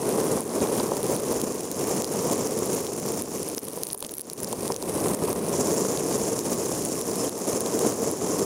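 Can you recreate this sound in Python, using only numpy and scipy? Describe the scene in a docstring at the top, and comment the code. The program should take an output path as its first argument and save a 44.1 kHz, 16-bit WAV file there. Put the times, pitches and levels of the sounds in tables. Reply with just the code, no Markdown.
"""On a wet highway in heavy rain, heard from a small camera carried by a motorcycle rider.
Gusts of wind boom in the hollow of the camera housing, fine spray hisses on it and big drops tick
against it. Splats knock on it, and air sizzles and faintly squeaks in its film of water.
After some drops the wind and spray dip abruptly and creep back; halfway the wind eases, baring drops."""
import sys
import numpy as np
from scipy import signal
from scipy.fft import rfft, irfft, next_fast_len
from scipy.io import wavfile

SR = 44100
rng = np.random.default_rng(int(sys.argv[2]) if len(sys.argv) > 2 else 0)


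def transcribe(signal):
    """Save signal, clipped to [-1, 1], as a 16-bit WAV file at the path in sys.argv[1]."""
    frames = np.atleast_2d(signal).T
    limited = np.clip(frames, -1, 1)
    pcm = np.round(limited * 32767).astype(np.int16)
    wavfile.write(sys.argv[1], SR, pcm)


N = 372639
TIME = np.arange(N) / SR
TOP_HZ = 15800
# The hollow of the housing: pitch in Hz, width of its resonance in Hz, level in dB.
CAVITY = (452, 56, -5)
# Big drops hitting the housing. Each row: start in seconds, relative level in dB, pitch in Hz,
# slap in dB compared with the ring, depth of the dip that follows in dB (no dip unless above 0).
DROPS = [(0.4067, -13, 7900, -8, 5.5), (0.672, -20, 4200, -3, 3), (0.7992, -11, 4970, 5.5, -2),
         (1.0304, -11, 8250, 0, 0.5), (1.1647, -11.5, 9700, -1, 5), (1.416, -11.5, 8800, -8.5, 3),
         (1.7151, -11.5, 9400, -10, -2), (2.021, -10.5, 8150, -12, 4.5), (2.0444, -9, 6150, 1, 3),
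         (2.3, -15, 6800, 0, -4.5), (2.472, -12, 7400, -11, 4.5), (2.5891, -14.5, 10000, -16, 0),
         (2.8674, -15.5, 6000, -2, 3.5), (3.1213, -14, 10200, -9, 2.5), (3.2218, -12.5, 9700, -18, 7),
         (3.4306, -12.5, 9500, -2, 2.5), (3.4878, -15, 9250, -16, -2.5), (3.548, -14, 6300, -13, 4.5),
         (3.5807, -12, 6200, -28, 9), (3.685, -16, 9500, -5, 4.5), (3.8342, -8.5, 8300, -20, 9),
         (3.869, -12, 7700, -6, -4.5), (3.9029, -13, 6200, 11, 1.5), (3.9308, -10, 10300, -32, 9.5),
         (3.9475, -16, 10400, -8, 6.5), (3.984, -25, 10400, -25, 2.5), (4.0261, -10.5, 8050, 2, -4),
         (4.048, -12.5, 5900, 7.5, -0.5), (4.0662, -18, 7650, -14, 7.5), (4.093, -16, 7900, 3, -3),
         (4.119, -20, 10100, -13, 0), (4.139, -15, 9500, -2, 9), (4.1823, -14, 10800, -22, 4.5),
         (4.1952, -17, 9500, -5, 2.5), (4.2068, -22, 10700, -16, 4.5), (4.2995, -14.5, 6600, -16, 3),
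         (4.333, -15.5, 9700, -25, 7.5), (4.4028, -15, 6950, -23, 0.5), (4.4324, -13, 10600, -22, 0),
         (4.4452, -12.5, 7060, -17, 3), (4.5282, -8, 8350, -6, 2.5), (4.6788, -10, 9250, -3.5, 1.5),
         (4.7214, -11, 6600, -25, -1), (4.7435, -17, 6360, -18, 4), (4.7631, -13.5, 6240, -21, 4),
         (4.8255, -12.5, 8700, -16, -2.5), (5.084, -11, 8300, -11, -7), (5.148, -11, 6540, -15, 6),
         (5.3296, -14, 9600, -15, 5), (5.9745, -12, 7300, 5, 1.5), (6.3912, -10, 7800, -20, 4.5),
         (6.8511, -9.5, 9400, -20, 0.5), (7.0137, -12.5, 8860, -4, 4), (7.294, -16, 9450, -6, 6),
         (7.578, -24, 8900, -13, 5.5), (7.6065, -11, 9800, -32, -8), (7.662, -10.5, 7150, 0, -1.5),
         (7.7918, -7.5, 6840, -10, 3), (8.1137, -14, 9700, -27, 2), (8.402, -21, 8000, -10, 1)]


def wind(eddies, buffet_db=1.31, tear_db=2.0, tear_hz=700, rumble_hz=110):
    """Swirling air booms in the housing; its treble flickers with a tearing sound."""
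    # The tone of the wind. Each row: frequency in Hz, level in dB.
    tone = [(20, -43), (50, -21), (100, -9.5), (180, -2), (300, -0.5), (400, 0.5), (550, -4), (820, -12.5),
            (1080, -12.5), (1400, -24), (2200, -30), (4000, -36.5), (9000, -60)]
    # Rumble from wind hitting the opening head-on. Each row: time in seconds, bass boost in dB.
    rumble = [(0, -9), (.7, -3), (1.3, 3), (2.3, -3.5), (3.3, 4), (4.0, -4), (4.6, 4), (5.2, 3.5),
              (6.0, -1.5), (6.8, 4.5), (7.4, -8), (8.45, -4.5)]
    rush = unit(colour(rng.standard_normal(N), tone))
    hz, width_hz, db = CAVITY
    rush = rush + undb(db) * resonate(rush, hz, width_hz)
    rush = rush + (undb(curve(rumble)) - 1) * low(rush, rumble_hz)
    dull = low(rush, tear_hz)
    bright = (rush - dull) * undb(tear_db * flutter(100))
    return unit((dull + bright) * undb(buffet_db * eddies))


def gusts(attack_s=0.012, release_s=0.0085):
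    """Extra level in dB: each gust slams in, holds and lets go."""
    # Each row: start in seconds, length in seconds, added wind level in dB.
    blasts = [(0.046, 0.35, 3.5), (0.549, 0.29, 4), (1.094, 0.081, 2.5), (1.288, 0.28, 1.7),
              (1.78, 0.21, 3), (2.308, 0.028, 5), (2.67, 0.12, 2), (3.05, 0.2, 2.5), (3.328, 0.04, 2.5),
              (4.377, 0.16, 4), (4.58, 0.14, 3), (4.87, 0.25, 1.5), (5.278, 0.037, 3), (5.485, 0.38, 1.5),
              (6.094, 0.089, 2), (6.445, 0.097, 2), (6.705, 0.041, 3.5), (7.05, 0.24, 2),
              (7.197, 0.07, 1.5), (7.47, 0.46, 4.5), (7.815, 0.071, 4), (7.996, 0.11, 3), (8.224, 0.34, 3)]
    extra_db = np.zeros(N)
    for start_s, length_s, db in blasts:
        rise = (TIME - start_s) / attack_s
        fall = (start_s + length_s - TIME) / release_s
        extra_db += db * np.clip(np.minimum(rise, fall) + .5, 0, 1)
    return extra_db


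def spray(eddies, spray_db, per_s=3000, spread_db=8.5, mist_db=-3, gust_db=1.0, burst_s=0.00048):
    """Droplets burst on the housing over a smooth mist; thin spray falls apart into single ticks."""
    # The tone of the spray. Each row: frequency in Hz, level in dB.
    tone = [(300, -30), (1500, -9.5), (2500, -6.5), (3600, -10), (5900, -2.5), (7300, -9), (8200, -3),
            (9100, 4.5), (9900, -0.5), (10900, 1.5), (12000, -8), (13500, -7.5), (15300, -5.5),
            (16500, -40)]
    density = per_s * undb(spray_db - np.max(spray_db))
    hits = rng.random(N) < density / SR
    sizes = undb(spread_db * np.clip(rng.standard_normal(N), -2.5, 2.5))
    energy = signal.lfilter([1], [1, -np.exp(-1 / (burst_s * SR))], (hits * sizes) ** 2 / density)
    droplets = unit(np.sqrt(energy) * rng.standard_normal(N))
    water = droplets + undb(mist_db) * rng.standard_normal(N)
    return unit(colour(water * undb(gust_db * eddies), tone))


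def sizzle(eddies, gust_db=2.04, sputter_db=3.5):
    """Air drags a film of water over the housing: a sharp sizzle and a thinner, higher fizz."""
    # The sizzle follows the wetness. Each row: time in seconds, level in dB relative to the spray.
    sizzle_levels = [(0, -6), (1.0, -4), (1.9, 0), (3.4, -.5), (3.7, -12), (4.45, -4), (4.8, -12),
                     (5.0, -9), (5.51, -13), (5.53, 3), (7.0, 1), (8.45, 4.5)]
    # The fizz comes and goes too, with the same columns.
    fizz_levels = [(0, -5), (.4, -2), (.7, -9), (1.4, -15), (4.4, -26), (4.7, -5), (5.05, 0), (5.4, -5),
                   (5.6, -3)]
    # The tone of each. Each row: frequency in Hz, level in dB.
    sizzle_tone = [(2000, -24.5), (4100, -17), (5400, -1.5), (6800, 3), (7500, 2.5), (8200, -11.5),
                   (10000, -29), (16000, -38)]
    fizz_tone = [(5000, -27), (7700, -6), (8700, -2.5), (10500, -0.5), (11700, -7), (13000, -25)]
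    track = np.zeros(N)
    for levels, tone in (sizzle_levels, sizzle_tone), (fizz_levels, fizz_tone):
        film = rng.standard_normal(N) * undb(gust_db * eddies + sputter_db * flutter(280))
        track += undb(curve(levels)) * unit(colour(film, tone))
    return track


def drops(rows, ring_s=0.00027, splash=0.49, spatter=0.072, spatter_s=0.0016,
          slap_hz=3700, slap_s=0.0001, thud_db=-10, thud_s=0.0014):
    """Each drop rings for a millisecond and spatters; a square hit adds a slap and a hollow thud."""
    track = np.zeros(N)
    t = np.arange(SR // 100) / SR
    swell = (t / ring_s) ** 2 * np.exp(2 - 2 * t / ring_s)
    slap = t / slap_s * np.exp(1 - t / slap_s) * np.sin(2 * np.pi * slap_hz * t)
    thud = undb(thud_db) * np.exp(-t / thud_s) * np.sin(2 * np.pi * CAVITY[0] * t)
    for start_s, db, hz, slap_db, *_ in rows:
        noise = rng.standard_normal(len(t))
        wobble = splash * np.cumsum(noise)  # the spreading water unsettles the pitch
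        ring = np.tanh(2 * swell) * np.sin(2 * np.pi * hz * t + wobble)
        fragments = spatter * np.exp(-t / spatter_s) * (noise - low(noise, slap_hz))
        tick = ring + fragments + undb(slap_db) * (slap + thud)
        add(track, start_s, undb(db) * tick / np.abs(tick).max())
    return track


def dips(fall_s=0.0013, recovery_s=0.07):
    """After some big drops the level falls at once and creeps back, always at the same pace."""
    db = np.zeros(N)
    for start_s, *_, dip_db in DROPS:
        if dip_db > 0:
            age = np.maximum(TIME - start_s, 0)
            db -= dip_db * np.minimum(age / fall_s, 1) * np.exp(-age / recovery_s)
    return undb(db)


def stray_drops(spray_db, count=50, boost_db=19, spread_db=2.0, pitch_hz=8500, scatter=0.2,
                slap_db=-14, slap_spread_db=5):
    """Rows for drops(): lesser drops land at random moments, harder in thick spray."""
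    times = rng.random(count) * N / SR
    size, pitch, slap = np.clip(rng.standard_normal((count, 3)), -2, 2).T
    db = np.interp(times, TIME, spray_db) + boost_db + spread_db * size
    return list(zip(times, db, pitch_hz * np.exp(scatter * pitch), slap_db + slap_spread_db * slap))


def shower(count=48, start_s=3.55, length_s=0.68, level_db=-24.0, spread_db=3,
           pitch_hz=10400, scatter=.08, slap_db=-19):
    """Rows for drops(): while the wind eases, small bright drops land one by one."""
    times = start_s + length_s * rng.random(count)
    size, pitch = np.clip(rng.standard_normal((count, 2)), -2, 2).T
    hz = pitch_hz * np.exp(scatter * pitch)
    return list(zip(times, level_db + spread_db * size, hz, [slap_db] * count))


def patter(spray_db, count=900, size_db=8, spread_db=3, pitch_hz=8300, scatter=0.36, rise_s=0.00026):
    """Hundreds of middling drops land, each with its own pitch and a ragged ring."""
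    track = np.zeros(N)
    t = np.arange(SR // 250) / SR
    swell = (t / rise_s) ** 2 * np.exp(2 - 2 * t / rise_s)
    for start_s in rng.random(count) * N / SR:
        size, pitch, *noise = rng.standard_normal(len(t) + 2)
        hz = min(pitch_hz * np.exp(scatter * pitch), TOP_HZ)
        ring = swell * np.sin(2 * np.pi * hz * t + 0.29 * np.cumsum(noise))
        add(track, start_s, undb(size_db + spread_db * min(size, 2)) * ring)
    return track * undb(spray_db)


def knocks(rise_s=0.0018):
    """A soft mass of water rings the low notes of the housing with a hollow knock."""
    # Heavy splats. Each row: start in seconds, peak level in dB.
    splats = [(.716, -23), (.801, -17), (.918, -16), (2.298, -17.5), (3.774, -24), (3.946, -27.5),
              (4.025, -27), (4.53, -21), (4.702, -14.5), (4.826, -22), (5.283, -18)]
    # The notes of the housing. Each row: pitch in Hz, fade time in seconds, relative level in dB.
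    notes = [(464, 0.0038, -0.5), (800, 0.0014, 5), (1003, 0.0022, -1.5)]
    track = np.zeros(N)
    t = np.arange(SR // 25) / SR
    for start_s, db in splats:
        detunes = 1 + 0.12 * rng.standard_normal(len(notes))
        ring = sum(undb(note_db) * np.exp(-t / fade_s) * np.sin(2 * np.pi * hz * detune * t)
                   for (hz, fade_s, note_db), detune in zip(notes, detunes))
        ring *= 1 - np.exp(-t / rise_s)
        add(track, start_s, undb(db) * ring / np.abs(ring).max())
    return track


def squeaks(rough=.06):
    """Air whistles briefly and unsteadily through a shifting gap in the water film."""
    # Each row: start and length in seconds, first, middle and last pitch in Hz, level in dB,
    # level of the octave above in dB compared with the main note.
    whistles = [(0.617, 0.042, 2540, 2410, 2100, -45, -14), (7.176, 0.06, 2480, 2640, 2550, -48.5, 12),
                (7.237, 0.028, 3550, 3140, 2850, -42, -8)]
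    track = np.zeros(N)
    for start_s, length_s, *pitch_hz, db, octave_db in whistles:
        along = np.linspace(0, 1, int(length_s * SR))
        hz = np.polyval(np.polyfit([0, .5, 1], pitch_hz, 2), along)
        wobble = rough * rng.standard_normal(SR)[:len(along)]
        phase = np.cumsum(2 * np.pi * hz / SR + wobble)
        tone = np.sin(phase) + undb(octave_db) * np.sin(2 * phase)
        add(track, start_s, undb(db) * np.sin(np.pi * along) * tone)
    return track


def undb(db):
    """Turn decibels into a factor to multiply by."""
    return 10 ** (np.asarray(db) / 20)


def unit(x):
    """Scale to an average strength (rms) of 1."""
    return x / np.sqrt(np.mean(x ** 2))


def curve(table, column=1):
    """One column of a table, joined by straight lines in time."""
    rows = np.array(table)
    return np.interp(TIME, rows[:, 0], rows[:, column])


def colour(x, points):
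    """Shape the tone through (Hz, dB) points, so that clicks ring only after they strike."""
    hz, db = np.transpose(points)
    size = next_fast_len(N + SR // 4) // 2 * 2
    grid = np.maximum(np.fft.rfftfreq(size, 1 / SR), 1)
    gain = undb(np.interp(np.log(grid), np.log(hz), db))
    cepstrum = irfft(np.log(gain))
    cepstrum[1:size // 2] *= 2  # move the ringing from before each click to after it
    cepstrum[size // 2 + 1:] = 0
    return irfft(rfft(x, size) * np.exp(rfft(cepstrum)))[:N]


def resonate(x, hz, width_hz):
    """Keep a narrow band that rings around one pitch."""
    return signal.lfilter(*signal.iirpeak(hz, hz / width_hz, fs=SR), x)


def low(x, hz):
    """Gently soften everything above hz."""
    return signal.sosfilt(signal.butter(1, hz, fs=SR, output="sos"), x)


def flutter(rate_hz):
    """A smooth random wobble of strength 1 with changes up to about rate_hz."""
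    size = 2 * SR * (N // (2 * SR) + 1)
    ratio = np.fft.rfftfreq(size, 1 / SR) / rate_hz
    spectrum = rfft(rng.standard_normal(N), size) * ratio / (1 + ratio ** 2) ** 2
    return unit(irfft(spectrum)[:N])


def add(track, start_s, sound):
    """Mix a short sound into a track."""
    i = int(np.clip(start_s * SR, 0, N - 1))
    track[i:i + len(sound)] += sound[:N - i]


def scene(wind_db=0.5, hiss_db=0.5, drops_db=-4.0, fling=0.86, hiss_dip=1.28):
    """The same swirls and gusts shake the wind and fling the water; the hiss dips deeper than the wind."""
    # Air and water between gusts. Each row: time in seconds, base levels of wind and spray in dB.
    ride = [(0.0, -28.5, -41), (1.3, -27.5, -37.5), (1.65, -33.5, -42), (2.15, -26, -36.5),
            (2.6, -28, -37.5), (2.9, -31.5, -40), (3.4, -32.5, -40), (3.7, -34, -38.5), (4.25, -36, -41),
            (4.75, -32.5, -40.5), (5.1, -26.0, -37.5), (5.7, -27, -38.5), (6.3, -28, -38.5),
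            (6.9, -30.5, -39), (8.0, -30, -42.5), (8.45, -29, -42.3)]
    # How the housing passes the ticks of drops. Each row: frequency in Hz, boost in dB.
    tick_tone = [(1000, 0), (2400, -7), (4500, -0.5), (6300, 1), (8000, -5), (9700, 4.5), (12500, 0.5),
                 (16000, 5)]
    eddies, gust_db, dip = flutter(28.0), gusts(), dips()
    spray_db = curve(ride, column=2) + fling * gust_db
    air = undb(curve(ride) + gust_db + wind_db) * wind(eddies)
    water = undb(hiss_db) * spray(eddies, spray_db) + sizzle(eddies)
    rush = air * dip + undb(spray_db) * water * dip ** hiss_dip
    small = patter(spray_db) * dip
    big = drops(stray_drops(spray_db)) * dip + drops(DROPS) + drops(shower())
    ticks = colour(undb(drops_db) * big + small, tick_tone)
    return (rush + ticks + knocks() + squeaks())[None]


def record(dry):
    """The camera cuts off the highest treble."""
    return signal.sosfilt(signal.ellip(10, .2, 70, TOP_HZ, fs=SR, output="sos"), dry)


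dry = scene()
out = record(dry)
transcribe(out)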